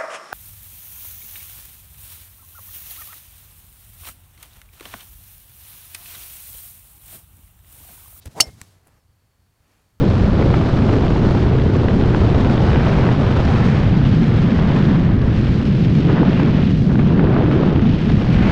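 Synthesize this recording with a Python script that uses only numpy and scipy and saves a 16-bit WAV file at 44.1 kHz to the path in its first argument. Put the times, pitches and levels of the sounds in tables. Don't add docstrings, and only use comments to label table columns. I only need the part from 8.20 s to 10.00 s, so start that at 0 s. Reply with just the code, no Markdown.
import sys
import numpy as np
from scipy import signal
from scipy.fft import rfft, irfft
from scipy.io import wavfile
from scipy.ndimage import uniform_filter1d

SR = 44100
rng = np.random.default_rng(int(sys.argv[2]) if len(sys.argv) > 2 else 0)


def store_pcm(level_fs):
    pcm = np.round(np.clip(level_fs, -1, 1) * 32767).astype(np.int16)
    wavfile.write(sys.argv[1], SR, np.atleast_2d(pcm).T)


def volts_from_decibels(level):
    exponent = np.asarray(level, float) / 20
    return 10 ** exponent


N = 79380
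T = np.arange(N) / SR
STRIKE_S = .2008

# frequency in Hz, level in dB per Hz.
CLOTH_COLOUR = [(180, -33), (300, -1), (780, -3.5), (1250, -11.5), (3970, -4), (10500, -8.5), (15400, -15),
                (16500, -26.5)]


def evened(x):
    return x / np.sqrt(np.mean(x ** 2) + 1e-20)


def noise(colour, source=None):
    hz = np.fft.rfftfreq(N, 1 / SR) + 1
    points_hz, points_db = np.transpose(colour)
    source = rng.standard_normal(N) if source is None else source
    gain_db = np.interp(np.log(hz), np.log(points_hz), points_db, -80, -80)
    return evened(irfft(rfft(source) * volts_from_decibels(gain_db), N))


def lumps(length_s):
    n = max(int(length_s * SR), 1)
    once = uniform_filter1d(rng.standard_normal(N), n)
    return evened(uniform_filter1d(once, n))


def curve(rows, column=1):
    columns = np.transpose(rows)
    return np.interp(T, columns[0], columns[column])


def during(rows):
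    return (T > rows[0][0]) * (T < rows[-1][0])


def bump(centre_s, length_s):
    return np.exp(-((T - centre_s) / length_s) ** 2)


def swell(start_s, t60_s, rise_s):
    t = np.maximum(T - start_s, 0)
    envelope = (1 - np.exp(-(t / rise_s) ** 2)) * volts_from_decibels(-60 * t / t60_s)
    return envelope / envelope.max()


def ring(start_s, modes):
    out = np.zeros(N)
    for hz, db, t60_s, rise_s in modes:
        tone = np.sin(2 * np.pi * (hz * (T - start_s) + rng.random()))
        out = out + volts_from_decibels(db) * swell(start_s, t60_s, rise_s) * tone
    return out


def wind():
    # time in seconds, level in dB over the mean wind.
    gusts = [(0, 7), (.04, 6), (.11, 6.5), (.35, 7.5), (.46, 7), (.65, -1), (.746, 3), (.792, -3),
             (.896, 2.5), (.986, -2.5), (1.072, 3), (1.148, -7), (1.192, 1.5), (1.318, -2.5), (1.372, -6.5),
             (1.644, 2), (1.698, -4.5), (1.734, 0)]
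    # frequency in Hz, level in dB per Hz.
    wind_colour = [(12, -56), (20, -28), (24, -13), (35, -3), (70, -1), (91, 3.5), (124, -3.5),
                   (300, -24.5), (390, -46), (660, -120)]
    return volts_from_decibels(-62 + curve(gusts) + 1 * lumps(.03)) * noise(wind_colour)


def air():
    # frequency in Hz, level in dB per Hz.
    air_colour = [(120, -40.5), (200, -9.5), (245, -6.5), (594, -9.5), (689, -9), (1390, -11.5),
                  (4370, -20), (15000, -21.5), (16500, -34.5)]
    return volts_from_decibels(-70.5) * noise(air_colour)


def insects():
    hz, spread_hz = 4450, 600
    band = [(hz - spread_hz, -20), (hz, 0), (hz + spread_hz, -20)]
    return volts_from_decibels(-83 + 2.0 * lumps(.012)) * noise(band)


def bird():
    start_s, length_s, from_hz, to_hz = .785, .05, 5500, 5100
    u = np.clip((T - start_s) / length_s, 0, 1)
    phase = 2 * np.pi * np.cumsum(from_hz + (to_hz - from_hz) * u) / SR
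    return volts_from_decibels(-75) * np.sin(np.pi * u) * np.sin(phase)


def arm_brush():
    # frequency in Hz, level in dB per Hz.
    brush_colour = [(1500, -15), (3000, 0), (4500, 0), (7500, -14)]
    return volts_from_decibels(-55 + 2.5 * lumps(.001)) * bump(.026, .012) * noise(brush_colour)


def thumps():
    # time in seconds, level in dB.
    rumble = [(0, -62), (.1, -59), (.2, -42), (.3, -53.5), (.4, -53), (.5, -66.5), (.6, -69.5), (.75, -69),
              (.85, -78.5), (1.8, -80.5)]
    # frequency in Hz, level in dB per Hz.
    mount_colour = [(70, -14.5), (120, 2.5), (180, -1.5), (300, -9), (450, -18)]
    # start in seconds, level in dB, pitch in Hz, t60 in seconds, build-up in seconds.
    body_thumps = [
        (.057, -28, 71.3, 0.048, .026),
        (0.082, -31, 120, 0.041, 0.0014),
        (0.265, -33, 60, 0.078, 0.021),
        (0.293, -39, 92.5, 0.023, 0.0038),
        (.33, -42.5, 110, 0.076, 0.0068),
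        (0.416, -34, 85, .06, 0.0013),
        (1.402, -50, 85, 0.063, 0.0034),
    ]
    out = volts_from_decibels(curve(rumble)) * noise(mount_colour)
    for start_s, db, hz, t60_s, rise_s in body_thumps:
        out = out + volts_from_decibels(db) * swell(start_s, t60_s, rise_s) * np.sin(2 * np.pi * hz * (T - start_s))
    return out


def rustle():
    # time in seconds, level in dB.
    rubbing = [(0, -72), (.025, -63), (.045, -61.5), (.1, -68), (.115, -60), (.14, -60), (.25, -66.5),
               (.3, -56), (.36, -61), (.4, -58.5), (.44, -58), (.48, -61.5), (.56, -68.5), (.65, -87),
               (1.35, -81), (1.52, -73.5), (1.6, -78), (1.8, -89)]
    # time in seconds, level in dB.
    movement = [(0, -65), (.1, -56.5), (.3, -73.5), (.38, -59), (.42, -54), (.47, -64.5), (.55, -62),
                (.62, -65.5), (.68, -61), (.74, -63.5), (.78, -61.5), (.84, -80.5), (1.3, -84),
                (1.42, -71.5), (1.51, -64.5), (1.56, -65), (1.62, -66.5), (1.8, -74)]
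    # frequency in Hz, level in dB per Hz.
    dull_colour = [(150, -2), (400, -6), (900, -9), (2000, -14), (3500, -21.5), (7000, -22), (14700, -28.5),
                   (16500, -38.5)]
    bright = volts_from_decibels(curve(rubbing) + 1.5 * lumps(.01)) * noise(CLOTH_COLOUR)
    dull = volts_from_decibels(curve(movement) - 2.0 + 0.5 * lumps(.004)) * noise(dull_colour)
    return bright + dull


def creases():
    # start in seconds, length in seconds, level in dB.
    drags = [
        (0.0546, 0.0072, -40),
        (.062, 0.0093, -45.5),
        (.07, .01, -46.5),
        (.078, .007, -53),
        (.245, 0.056, -51),
    ]
    # frequency in Hz, level in dB per Hz.
    drag_colour = [(150, -29.5), (250, 7.5), (947, -5), (1840, -8), (2200, -10.5), (12200, -17),
                   (15700, -20.5), (16500, -38)]
    # frequency in Hz, level in dB per Hz.
    sleeve_colour = [(600, -23), (1200, 1), (2500, 4), (3600, -9)]
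    # frequency in Hz, level in dB, t60 in seconds, build-up in seconds.
    seam_modes = [(5300, -68, .015, .002), (5800, -70, .012, .002)]
    grains = rng.standard_normal(N) * volts_from_decibels(2.732 * lumps(0.0005026))
    drag = np.zeros(N)
    for start_s, length_s, db in drags:
        edge_s = np.minimum(T - start_s, start_s + length_s - T)
        drag = drag + volts_from_decibels(db) * np.clip(edge_s / 0.0014, 0, 1)
    sleeve = volts_from_decibels(-72.5) * bump(1.518, 0.11) * noise(sleeve_colour, grains)
    return drag * noise(drag_colour, grains) + sleeve + ring(1.517, seam_modes)


def cloth_ticks():
    # start in seconds, click peak in dB, low push in dB.
    tick_rows = [(.6572, -54, -62), (0.6633, -56, -53), (.6674, -54, -54), (.6702, -52.5, -45),
                 (.6728, -37, -64), (0.6736, -50, -65), (0.6765, -60, -62), (.6797, -44, -58),
                 (.6832, -51, -47), (0.6905, -55, -52), (.056, -35, -55), (.0593, -26, -45),
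                 (.0688, -46, -55), (1.521, -58, -67)]
    click_hz, t60_s, push_s = 9500, .0007, .00015
    out = np.zeros(N)
    for start_s, db, push_db in tick_rows:
        click = np.sin(2 * np.pi * click_hz * (T - start_s)) + 0.46 * rng.standard_normal(N)
        out = out + volts_from_decibels(db) * swell(start_s, t60_s, .00005) * click
        u = np.maximum(T - start_s, 0) / push_s
        out = out + volts_from_decibels(push_db) * np.e * u * np.exp(-u)
    return out


def swoosh():
    # time in seconds, level in dB, whistle pitch in Hz.
    swing = [
        (.1, -68, 400),
        (.14, -64, 600),
        (.162, -45, 830),
        (.18, -36, 930),
        (.198, -38.5, 1033),
        (.215, -38.5, 720),
        (.25, -50.5, 603),
        (.29, -53.5, 484),
        (.305, -71, 400),
    ]
    # frequency in Hz, level in dB per Hz.
    wake_colour = [(100, -12), (250, -4), (500, 1), (800, 2), (1100, -10.5), (1600, -12), (2500, -17.5)]
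    # frequency in Hz, level in dB per Hz.
    hiss_colour = [(1200, -8.5), (4000, 0), (7000, 1), (11000, -7.5), (16000, -12)]
    whistle_width_hz = 150
    turn = np.exp(2j * np.pi * np.cumsum(curve(swing, column=2)) / SR)
    r = np.exp(-np.pi * whistle_width_hz / SR)
    slow = signal.lfilter([1 - r], [1, -r], rng.standard_normal(N) / turn)
    slow = signal.lfilter([1 - r], [1, -r], slow)
    whistle = evened((turn * slow).real)
    mix = whistle + volts_from_decibels(1) * noise(wake_colour) + volts_from_decibels(-10) * noise(hiss_colour)
    return volts_from_decibels(curve(swing)) * during(swing) * mix


def tee_snap():
    # frequency in Hz, level in dB, t60 in seconds, build-up in seconds.
    tee_modes = [(1830, -33, .0035, .0008), (2350, -35, .003, .0006), (1100, -42, .006, .001),
                 (4000, -39, .005, .0003), (4900, -39, .003, .0002), (5850, -32, .003, .0002),
                 (7680, -30, .006, .0002), (8790, -38, .016, .0003), (9500, -36, .004, .0002),
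                 (11200, -33, .004, .0002), (14500, -40, .002, .0002)]
    snap_s = .415
    burst = volts_from_decibels(-42.5) * swell(snap_s, 0.0096, 0.0012) * noise(CLOTH_COLOUR)
    return ring(snap_s, tee_modes) + burst


def crown_ping():
    # centre in Hz, level in dB, t60 in seconds, build-up in seconds.
    crown_mode = (5382, -10, .075, .007)
    beat_hz, null_s = 62, .2195
    beat = np.sin(np.pi * beat_hz * (T - null_s)) * volts_from_decibels(1.5 * lumps(0.00052))
    return beat * ring(STRIKE_S, [crown_mode])


def shaft_ping():
    # time in seconds, level in dB, pitch in Hz.
    shaft = [
        (.208, -70, 2100),
        (.213, -47, 2105),
        (.25, -49.5, 2118),
        (.3, -57, 2135),
        (.33, -68.5, 2150),
        (.37, -85.5, 2147),
    ]
    phase = 2 * np.pi * np.cumsum(curve(shaft, column=2)) / SR
    return volts_from_decibels(curve(shaft)) * during(shaft) * np.sin(phase)


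def head_ring():
    # frequency in Hz, level in dB, t60 in seconds, arrival after the blow in seconds.
    head_modes = [(2850, -9, .03, .0052), (3080, -19, .07, .008), (4495, -6, .045, .0037),
                  (4380, -13, .05, .004), (5005, -21, .06, .004), (5185, -20, .05, .004),
                  (5541, -19, .08, .004), (5962, -15, .05, .0025), (6171, -15, .05, .0027),
                  (6328, -10, .035, .0025), (6736, -14, .04, .005), (7550, -24, .05, .003),
                  (8500, -23, .05, .003), (9460, -7.5, .016, .0045)]
    rise_s, turn_s, turn_length_s, turn_db = 0.0011, .2165, .001, -12
    turned = .5 + .5 * np.tanh((T - turn_s) / turn_length_s)
    out = sum(ring(STRIKE_S + lag_s, [(hz, db, t60_s, rise_s)]) for hz, db, t60_s, lag_s in head_modes)
    return volts_from_decibels(turn_db * turned) * out


def ball_knock():
    # frequency in Hz, level in dB, t60, build-up and arrival in seconds.
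    ball_modes = [(2144, -8.5, .005, .0008, .0005), (1280, -16, .011, .0015, .0012),
                  (830, -16.5, .01, .001, .0012), (590, -18, .01, .0012, .002),
                  (360, -20, .015, .002, .0035), (92.59, -28.5, .04, .006, .0015),
                  (690, -28, .025, .003, .0105)]
    return sum(ring(STRIKE_S + row[4], [row[:4]]) for row in ball_modes)


def crack():
    # frequency in Hz, level in dB per Hz.
    crack_colour = [(180, -38), (300, -21), (1770, -25), (2840, -9), (3590, -12), (4460, -3.5), (9490, -9),
                    (14200, -21.5), (16500, -36)]
    # delay in seconds, level in dB, smear in seconds.
    echoes = [
        (.024, -36, 0.0031),
        (0.066, -39.5, .008),
        (.092, -52, 0.0035),
    ]
    contact = volts_from_decibels(-22) * swell(STRIKE_S, .012, .0004)
    answer = volts_from_decibels(-10.5) * swell(STRIKE_S + .0022, 0.033, 0.0018)
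    tail = volts_from_decibels(-32) * swell(STRIKE_S, 0.099, 0.01)
    near = (answer + contact + tail) * noise(crack_colour)
    t = T[:6000]
    smear = np.zeros(len(t))
    for delay_s, db, smear_s in echoes:
        smear = smear + volts_from_decibels(db) * np.exp(-((t - delay_s) / smear_s) ** 2) / np.sqrt(smear_s * SR)
    return near + signal.fftconvolve(near, smear * rng.standard_normal(len(t)))[:N]


def scene():
    background = wind() + air() + insects() + bird()
    body = arm_brush() + thumps() + rustle() + creases() + cloth_ticks()
    strike = crown_ping() + shaft_ping() + head_ring() + ball_knock() + crack()
    fade_in = np.minimum(T / 0.0053 + 0.79, 1)
    return ((background + body + swoosh() + tee_snap() + strike) * fade_in)[None]


def low_pass(x):
    return signal.sosfilt(signal.butter(12, 16680, fs=SR, output="sos"), x)


def record(dry):
    ceiling, edge_hz = .82, 16500
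    clipped = np.clip(dry, -ceiling, ceiling)
    lowpass = signal.firwin(255, edge_hz, fs=SR)[None]
    return low_pass(signal.oaconvolve(clipped, lowpass, "same"))


dry = scene()
out = record(dry)
store_pcm(out)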